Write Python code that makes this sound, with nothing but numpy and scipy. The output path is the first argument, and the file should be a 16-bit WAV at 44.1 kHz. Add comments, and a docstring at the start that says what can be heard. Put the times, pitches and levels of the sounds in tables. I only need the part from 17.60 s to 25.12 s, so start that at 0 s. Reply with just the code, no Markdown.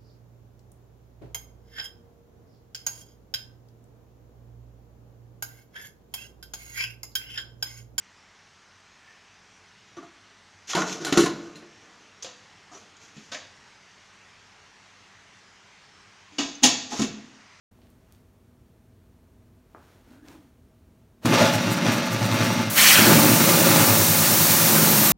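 """A workshop, the microphone just above the lid of a large tin. Fingers roll two joined steel ball
bearings into place, then flick them into a spin. Their rolling contact rattles the lid, and they
bounce on it in bursts, with some hard landings. An air gun opens, roars over the balls and drives
them towards the rim, hissing steadily. Behind it all, the tin sings faintly with the room's noise."""
import sys
import numpy as np
from scipy import signal
from scipy.fft import rfft, irfft
from scipy.io import wavfile
from scipy.ndimage import uniform_filter1d

SR = 44100
rng = np.random.default_rng(int(sys.argv[2]) if len(sys.argv) > 2 else 0)


def pcm_store(signal):
    """Save signal as 16-bit PCM."""
    levels = np.round(np.clip(np.atleast_2d(signal), -1, 1) * 32767)
    wavfile.write(sys.argv[1], SR, levels.astype(np.int16).T)


N = 331632
TIME = np.arange(N) / SR
FLICK_S, SHOP_T60_S = 3.648, 0.41


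# The balls' path under the microphone. Each row: time in seconds, place from 0 (middle) to 1 (rim).
BALL_PATH = [(3.6, 0.43), (5.2, 0), (5.6, 0.6), (6.3, 0.7), (7.0, 0.75), (7.5, 0.96)]
# The pair skids, settles and spins freely. Each row: time in seconds, rattle in dB, rumble in dB.
FREE_SPIN = [(3.66, -36.5, -22.5), (3.71, -30.5, -22.5), (3.745, -24, -25.5), (3.82, -22, -23),
             (3.97, -31, -28), (4.16, -32.5, -27), (4.28, -29.5, -22.5), (4.49, -32.5, -31.5),
             (4.84, -29.5, -27.5), (5.02, -31.5, -27)]
# The air holds the pair back, then drives it outwards. Each row reads as in the free spin.
DRIVEN_SPIN = [(5.11, -35.5, -33.5), (5.35, -32.5, -31.5), (5.39, -28.5, -22), (5.52, -26, -17),
               (5.77, -28, -22), (6.2, -25, -23), (6.44, -31, -28), (7.06, -31, -27), (7.16, -31, -23),
               (7.5, -33, -26)]
# The lid's low and middle modes from close above. 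Each row: pitch in Hz, width in Hz, weight in dB
# with the balls near the middle, weight in dB near the rim.
LOW_MODES = [(158.6, 25, -6.5, 8.5), (191.4, 15, 1, -9), (222.6, 19, 3, -4), (243.2, 16.6, 3, 0.5),
             (280.7, 24, -14.5, 3), (301, 8.3, -4.5, -1.5), (328, 13, -16, 1), (346, 7, -7, 1.5),
             (419.6, 14, -17.5, -1.5)]
MID_MODES = [(478, 14, -0.5, -2.5), (535.6, 16.6, 2.5, 4), (553.7, 17, 2.5, -5.5), (583, 16, -6, -21),
             (630, 16, 1, -20), (658, 11, -7, -9), (771.5, 17, -13, -7), (836, 12, 0.5, -6.5),
             (858, 19, 1, -9), (970, 140, -26, -22)]
def spinning_balls():
    """Dense micro-impacts of steel on sheet metal, bunched at each bounce, make the lid rumble and ring."""
    rattle_db, rumble_db = in_time(FREE_SPIN + DRIVEN_SPIN)
    place, = in_time(BALL_PATH)
    swell, phase = bouncing()
    burst = swell / swell.max()
    drum = swell * np.sqrt(2) * np.cos(phase)
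    # the contact presses harder once a bounce, the more so in a strong burst
    pressure = np.clip(1 + (0.097 + .5 * burst) * np.cos(phase), 0, None) * from_db(1.23 * drift(60))
    force = rms_one(grains(per_s=6000, spread_db=2.5) * pressure)
    rumble = from_db(rumble_db + 6 * burst) * radiated(lid(force, LOW_MODES, place))
    ring_db = -32 + 1.32 * (rattle_db + 30.5)   # follows the rattle, which is -30.5 dB at an even spin
    ring = from_db(ring_db) * radiated(lid(force, MID_MODES, place))
    contact = rattle(force, rattle_db, burst) + skid()
    hum = from_db(rumble_db) * whirl(place)
    return (drum + rumble + ring + contact + hum) * after(FLICK_S)


def lid(force, modes, place):
    """The lid's modes, weighted by where the balls run and held at an even level."""
    out = sum(from_db(middle_db + (rim_db - middle_db) * place) * resonate(force, hz, width)
              for hz, width, middle_db, rim_db in modes)
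    return out / np.sqrt(uniform_filter1d(out ** 2, size=2600).clip(0) + 1e-12)


# Trains of bouncing on the lid. Each row: first and last burst in seconds, number of bursts,
# bounces per second, first level in dB, change per burst in dB.
BOUNCE_TRAINS = [(3.672, 3.735, 2, 118, -27.5, 1.5), (3.835, 4.098, 3, 111, -26, 0.2),
                 (4.289, 4.355, 2, 116, -28, -4), (4.543, 4.637, 2, 112, -26.5, 4.5),
                 (4.732, 5.081, 5, 111, -23, -1.5), (5.408, 5.718, 5, 113, -28, 1.15),
                 (5.823, 6.217, 5, 112, -30.5, 1.56), (6.314, 6.614, 4, 103.4, -21.5, -2.8),
                 (6.72, 7.423, 8, 107, -29.5, -0.8)]
def bouncing(half_length_s=0.023, wander=0.029):
    """Swell and phase of the bounce bursts, evenly spaced in trains that grow or die step by step."""
    bursts = [(at, per_s, first_db + k * step_db)
              for first_s, last_s, count, per_s, first_db, step_db in BOUNCE_TRAINS
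              for k, at in enumerate(np.linspace(first_s, last_s, round(count)))]
    swell = swells([(at, half_length_s, db) for at, _, db in bursts])
    rate, _ = in_time(bursts)
    return swell, 2 * np.pi * np.cumsum(rate * (1 + wander * drift(90))) / SR


# High lid modes that stand out of the rattle. Each row: pitch in Hz, width in Hz, relative level in dB.
HIGH_MODES = [(1185, 10, -13), (1424, 44, -17.5), (1660, 26, -18.5), (2106, 20, -18), (2280, 19, -34),
              (2440, 16, -27), (2580, 18, -17), (2770, 13, -18), (3140, 28, -43), (3570, 63, -25)]
# The contact's rattle and sizzle, close up. Each row: frequency in Hz, relative level in dB.
RATTLE_SPECTRUM = [(700, -15), (1000, -6.5), (1400, 1), (2400, -1.5), (3400, -4), (4400, -4.5), (5900, -5),
                   (7200, -16.5), (9500, -51)]
SIZZLE_SPECTRUM = [(5000, -21), (7200, 2), (8800, 4.5), (10500, -3), (12000, 0.5), (15700, -1.5)]
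def rattle(force, level_db, burst):
    """The contact shakes the high modes, sizzling more in bursts and while the steel slips at first."""
    sheet = rms_one(force + shimmer(force, decay_s=0.0055) + tail(force, t60=0.2))
    tones = sum(from_db(db) * rms_one(resonate(force, hz, width)) for hz, width, db in HIGH_MODES)
    slip = np.exp(-np.maximum(TIME - FLICK_S, 0) / 0.11)
    sizzle_db = -13 + 8.5 * slip + 3.5 * burst + 4.5 * drift(45)
    sizzle = from_db(sizzle_db) * coloured(sheet, SIZZLE_SPECTRUM)
    return from_db(level_db) * (coloured(sheet, RATTLE_SPECTRUM) + tones + sizzle)


def shimmer(force, decay_s):
    """Each impact leaves a brief wash of overlapping high modes, different at every spot on the lid."""
    r = np.exp(-1 / (decay_s * SR))
    energy = signal.lfilter([1 - r], [1, -r], force ** 2 + 1e-18)
    return rms_one(rng.standard_normal(N) * np.sqrt(energy))


# Steel skidding on the lid. 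Each row: time in seconds, level in dB, pitch in Hz.
SKID_RING = [(3.64, -120, 332), (3.66, -37, 341), (3.74, -21, 398.6), (3.775, -25, 501), (3.80, -23, 611),
             (3.83, -12.5, 633), (3.88, -29.5, 643), (3.96, -24, 650), (4.05, -120, 645)]
def skid():
    """Just after the flick the balls skid with a rising ring."""
    db, hz = in_time(SKID_RING)
    return from_db(db) * wavering(hz, rate=110)


# The pair's speed on the lid. Each row: time in seconds, turns per second.
SPIN_SPEED = [(3.65, 60), (4.85, 59.3), (5.5, 51), (5.85, 57.4), (6.3, 55.2), (7.5, 53)]
# The spin's third and fourth multiples. Each row: dB against the rumble near the middle, then at the rim.
WHIRL_HUM = [(-10, -2), (-8.5, 1)]
def whirl(place):
    """The whirling pair rocks the lid; multiples of its spin that meet lid modes hum, most at the rim."""
    turns_per_s, = in_time(SPIN_SPEED)
    angle = 2 * np.pi * np.cumsum(turns_per_s * (1 + 0.01484 * drift(30))) / SR
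    hum = np.zeros(N)
    for multiple, (middle_db, rim_db) in zip((3, 4), WHIRL_HUM):
        db = middle_db + (rim_db - middle_db) * place ** 2.76 + 1.94 * drift(25)
        hum += from_db(db) * np.sin(multiple * angle)
    return np.sqrt(2) * hum


# Hard landings right under the microphone. Each row: start in seconds, relative strength in dB.
LANDINGS = [(3.657, -6.5), (3.738, -7), (3.824, -10), (4.276, -17), (4.825, -16.5), (5.480, -8),
            (5.533, -2.5), (5.606, -11), (5.630, -11), (5.668, -20), (5.820, -16.5), (5.890, -4),
            (6.071, -4), (6.103, -18), (6.161, -1), (6.203, -9), (6.336, -16)]
def landings():
    """A ball drops hard: the lid thumps in its modes, damped by the ball, with a short clack on top."""
    hits = clicks(LANDINGS)
    thump = sum(from_db(rim_db) * resonate(hits, hz, 1.6 * width)
                for hz, width, _, rim_db in LOW_MODES + MID_MODES)
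    clack = band(tail(hits, t60=0.071), 700, 8800)
    return from_db(23) * radiated(thump) + from_db(10) * clack


# The jet, close by; its shrill band grows as the nozzle turns towards the microphone.
# Each row: time in seconds, hiss in dB, shrill band in dB.
JET_LEVELS = [(5.1, -26, -60), (5.15, -24.5, -33), (5.18, -16, -26), (5.31, -13, -31), (5.42, -16, -30),
              (5.8, -16.5, -34), (6.4, -16.5, -27.5), (6.9, -15, -26.5), (7.52, -16, -21.5)]
# The nozzle's hiss. Each row: frequency in Hz, relative level in dB.
HISS_SPECTRUM = [(400, -8), (1200, -5.5), (2600, -8.5), (3300, -9), (4000, -3.5), (6300, -2), (8800, -2),
                 (10200, -3.5), (11600, -4), (13000, -6.5), (14400, 1), (15600, 1)]
# The half-open valve's resonances. Each row: pitch in Hz, width in Hz.
VALVE_MODES = [(10900, 1050), (14200, 490), (14900, 610)]
def air_gun(opens_s=5.097, hold_s=0.09, fade_db_per_s=600):
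    """The valve cracks open with a brief sizzle, the nozzle hisses and the stream roars."""
    hiss_db, shrill_db = in_time(JET_LEVELS)
    hiss = from_db(hiss_db + .5 * drift(50)) * coloured(rng.standard_normal(N), HISS_SPECTRUM)
    shrill = from_db(shrill_db) * rms_one(band(rng.standard_normal(N), 11000, 14200, order=4))
    valve_db = -33 - fade_db_per_s * np.maximum(TIME - opens_s - hold_s, 0)
    leak = sum(resonate(resonate(rng.standard_normal(N), hz, width), hz, 2 * width)
               for hz, width in VALVE_MODES)
    return (hiss + shrill + from_db(valve_db) * rms_one(leak) + air_roar()) * after(opens_s)


# The stream breaking over the balls, below the microphone. Each row: time in seconds, level in dB.
ROAR_LEVELS = [(5.13, -48), (5.18, -15), (5.3, -12.5), (5.44, -17), (5.55, -24), (5.72, -38), (6.2, -37),
               (6.45, -36), (7.52, -28)]
def air_roar(near_hz=2500, far_hz=1100, blown_away_s=5.33, sink_s=0.17):
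    """Eddies roar, sinking in pitch as the balls are blown away; spilled air buffets the microphone."""
    roar_db, = in_time(ROAR_LEVELS)
    centre_hz = far_hz + (near_hz - far_hz) * np.exp(-np.maximum(TIME - blown_away_s, 0) / sink_s)
    eddies = rng.standard_normal(N)
    eddies += from_db(-14.5) * tail(eddies, t60=0.11)   # the lid throws the roar back
    edges_hz = np.geomspace(400, 14000, num=13)
    roar, power = 0, 0
    for low, high in zip(edges_hz, edges_hz[1:]):
        octaves = np.log2(np.sqrt(low * high) / centre_hz)
        slope_db = np.minimum(16 * (octaves + 0.43), -2.7 * np.maximum(octaves, 0))
        gain = from_db(slope_db + 2.4 * drift(70))
        roar += gain * rms_one(band(eddies, low, high, order=3))
        power += gain ** 2
    draught = from_db(0.42 * roar_db - 40) * rms_one(band(rng.standard_normal(N), 25, 100))
    return from_db(roar_db) * rms_one(roar / np.sqrt(power)) + draught


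# Passes of the hand near the microphone. Each row: peak in seconds, half length in seconds, level in dB.
BRUSHES = [(.25, 0.12, -68.5), (.52, .09, -68.5), (2.3, 0.12, -61), (2.53, 0.052, -59.5),
           (2.71, 0.043, -53), (2.8, 0.075, -64), (3.65, .014, -41.5)]
# The cloth's rustle. Each row: frequency in Hz, relative level in dB.
SLEEVE_SPECTRUM = [(200, 5), (700, 3), (1500, -1.5), (3500, -8), (6000, -11.5), (10000, -16), (15500, -18)]
def sleeve():
    """Sleeve and fingers brush past, the last time in the flick."""
    return swells(BRUSHES) * coloured(grains(per_s=4300, spread_db=0.5), SLEEVE_SPECTRUM)


# The pressed lid and the fingertips, faint even this close.
# Each row: time in seconds, level in dB, pitch in Hz.
PRESSED_LID = [(2.44, -90, 255), (2.48, -59, 263), (2.51, -49, 264), (2.6, -53, 279), (2.67, -51, 303.5),
               (2.73, -49, 310), (2.79, -53, 293), (2.86, -60, 285), (2.95, -90, 280)]
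FINGER_SQUEAK = [(2.48, -90, 1450), (2.52, -67, 1524), (2.6, -65.5, 1495), (2.66, -65, 1760),
                 (2.72, -70, 1640), (2.8, -90, 1605)]
def rubbing():
    """The pressed lid hums under the slowly rolled balls, and fingertips squeak on the steel."""
    lid_db, lid_hz = in_time(PRESSED_LID)
    squeak_db, squeak_hz = in_time(FINGER_SQUEAK)
    hum = from_db(lid_db) * wavering(lid_hz, rate=95)
    return hum + from_db(squeak_db) * wavering(squeak_hz, rate=240)


# Handling at the tin. Each row: start in seconds, peak in dB, lowest and highest frequency in Hz,
# room tail in dB against the tap.
TAPS = [(.189, -50, 200, 900, -8), (.218, -51, 1800, 5000, 3), (.270, -56, 1500, 5000, -4),
        (.303, -46, 7000, 15000, -3), (.524, -36.5, 2500, 15000, -3), (.549, -48, 1510, 6100, -4),
        (2.148, -33, 240, 1450, 2.5), (2.162, -47, 300, 1600, -10), (2.685, -33, 1600, 7000, -16)]
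def taps():
    """Small knocks and clicks, each with its echo in the workshop."""
    direct, to_room = np.zeros((2, N))
    for s, db, low_hz, high_hz, tail_db in TAPS:
        tap = band(clicks([(s, 0)]), low_hz, high_hz, order=4)
        tap *= from_db(db) / np.abs(tap).max()
        direct += tap
        to_room += from_db(tail_db) * tap
    return direct + tail(to_room, SHOP_T60_S)


# The workshop all around. Each row: frequency in Hz, relative level in dB.
ROOM_SPECTRUM = [(20, -22), (45, -0.5), (70, 2.5), (105, 2.5), (150, -5), (200, -3.5), (260, -9),
                 (360, -10.5), (480, -13.5), (650, -24), (850, -21), (2000, -29), (4000, -34),
                 (15500, -37.5)]
# The tin's own hum from just above. Each row: pitch in Hz, width in Hz, level in dB.
TIN_HUM = [(244.4, 8.4, -66.5), (360, 24, -76.5), (640, 28, -74.5)]
def room_tone():
    """The room's steady noise, with the tin singing faintly along."""
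    room = from_db(-57.5) * coloured(rng.standard_normal(N), ROOM_SPECTRUM)
    return room + sum(from_db(db) * rms_one(resonate(rng.standard_normal(N), hz, width))
                      for hz, width, db in TIN_HUM)


def from_db(db):
    """Decibels to gain."""
    return 10 ** (np.asarray(db) / 20)


def rms_one(x):
    """Scale to rms 1."""
    return x / np.sqrt(np.mean(x ** 2) + 1e-20)


def in_time(rows):
    """Each column of a curve at every sample."""
    s, *columns = np.transpose(rows)
    return [np.interp(TIME, s, c) for c in columns]


def after(start_s):
    """A gain that opens within 5 ms."""
    return np.clip((TIME - start_s) * 200, 0, 1)


def swells(rows):
    """Smooth rises and falls, one for each (s, half length s, dB), as a gain."""
    t = TIME[::40]
    power = sum(from_db(db) ** 2 * np.exp(-((t - at) / half_s) ** 2) for at, half_s, db in rows)
    return np.interp(TIME, t, np.sqrt(power + 1e-18))


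def drift(rate):
    """A random wander through `rate` values a second, each of spread 1."""
    knots = rng.standard_normal(8000)
    return np.interp(TIME * rate, np.arange(len(knots)), knots)


def wavering(hz, rate):
    """A rubbed tone whose strength and phase wander `rate` times a second."""
    phase = 2 * np.pi * np.cumsum(hz) / SR
    return drift(rate) * np.cos(phase) + drift(rate) * np.sin(phase)


def clicks(rows):
    """One click for each (s, dB)."""
    out = np.zeros(N)
    for s, db in rows:
        out[round(s * SR)] += from_db(db)
    return out


def grains(per_s, spread_db):
    """Random tiny impacts of uneven size; rms 1."""
    sizes = from_db(spread_db * np.minimum(rng.exponential(1, N), 4)) * rng.choice([-1, 1], N)
    return rms_one(sizes * (rng.random(N) < per_s / SR))


def coloured(x, spectrum):
    """Give a steady sound a spectrum; rms 1."""
    hz, db = np.transpose(spectrum)
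    bins = np.fft.rfftfreq(N, 1 / SR) + 1
    low_cut = np.minimum(bins / hz[0], 1) ** 2
    gain = from_db(np.interp(np.log(bins), np.log(hz), db))
    return rms_one(irfft(rfft(x) * low_cut * gain, N))


def band(x, low_hz, high_hz, order=2):
    """Causal band-pass."""
    sos = signal.butter(order, [low_hz, min(high_hz, SR / 2 - 1000)], "band", fs=SR, output="sos")
    return signal.sosfilt(sos, x + 1e-18)


def resonate(x, hz, width_hz):
    """One resonance with gain 1 at its peak."""
    r = np.exp(-np.pi * width_hz / SR)
    feedback = [1, -2 * r * np.cos(2 * np.pi * hz / SR), r * r]
    return signal.lfilter(np.array([1, 0, -1]) * (1 - r * r) / 2, feedback, x + 1e-18)


def radiated(x, lowest_hz=105):
    """The lid gives off next to nothing below its lowest mode."""
    return signal.sosfilt(signal.butter(4, lowest_hz, "high", fs=SR, output="sos"), x)


def tail(x, t60):
    """Countless overlapping modes or echoes: a dying noise as response, at unit energy."""
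    t = TIME[:SR // 2]
    response = rng.standard_normal(len(t)) * from_db(-60 * t / t60)
    return signal.fftconvolve(x, response / np.linalg.norm(response))[:N]


def scene():
    """Everything is heard from one spot just above the tin, the same in both ears."""
    near = spinning_balls() + landings() + air_gun()
    echo = from_db(-15.5) * tail(band(near, 330, 11000, order=1), SHOP_T60_S)
    return np.tile(near + echo + room_tone() + sleeve() + rubbing() + taps(), (2, 1))


# Narrow dips in the microphone's treble. Each row: frequency in Hz, width in Hz, depth from 0 to 1.
MIC_DIPS = [(4950, 240, 0.46), (7700, 260, 0.49), (10350, 650, 0.3)]
def record(dry, cutoff_hz=15800):
    """The microphone opens, colours the treble and rounds the peaks; the top is cut."""
    out = dry * after(0.11)
    for hz, width, depth in MIC_DIPS:
        out = out - depth * resonate(out, hz, width)
    out = 1.613 * np.tanh(out / 1.586)
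    return signal.sosfilt(signal.ellip(12, .1, 80, cutoff_hz, fs=SR, output="sos"), out)


dry = scene()
out = record(dry)
pcm_store(out)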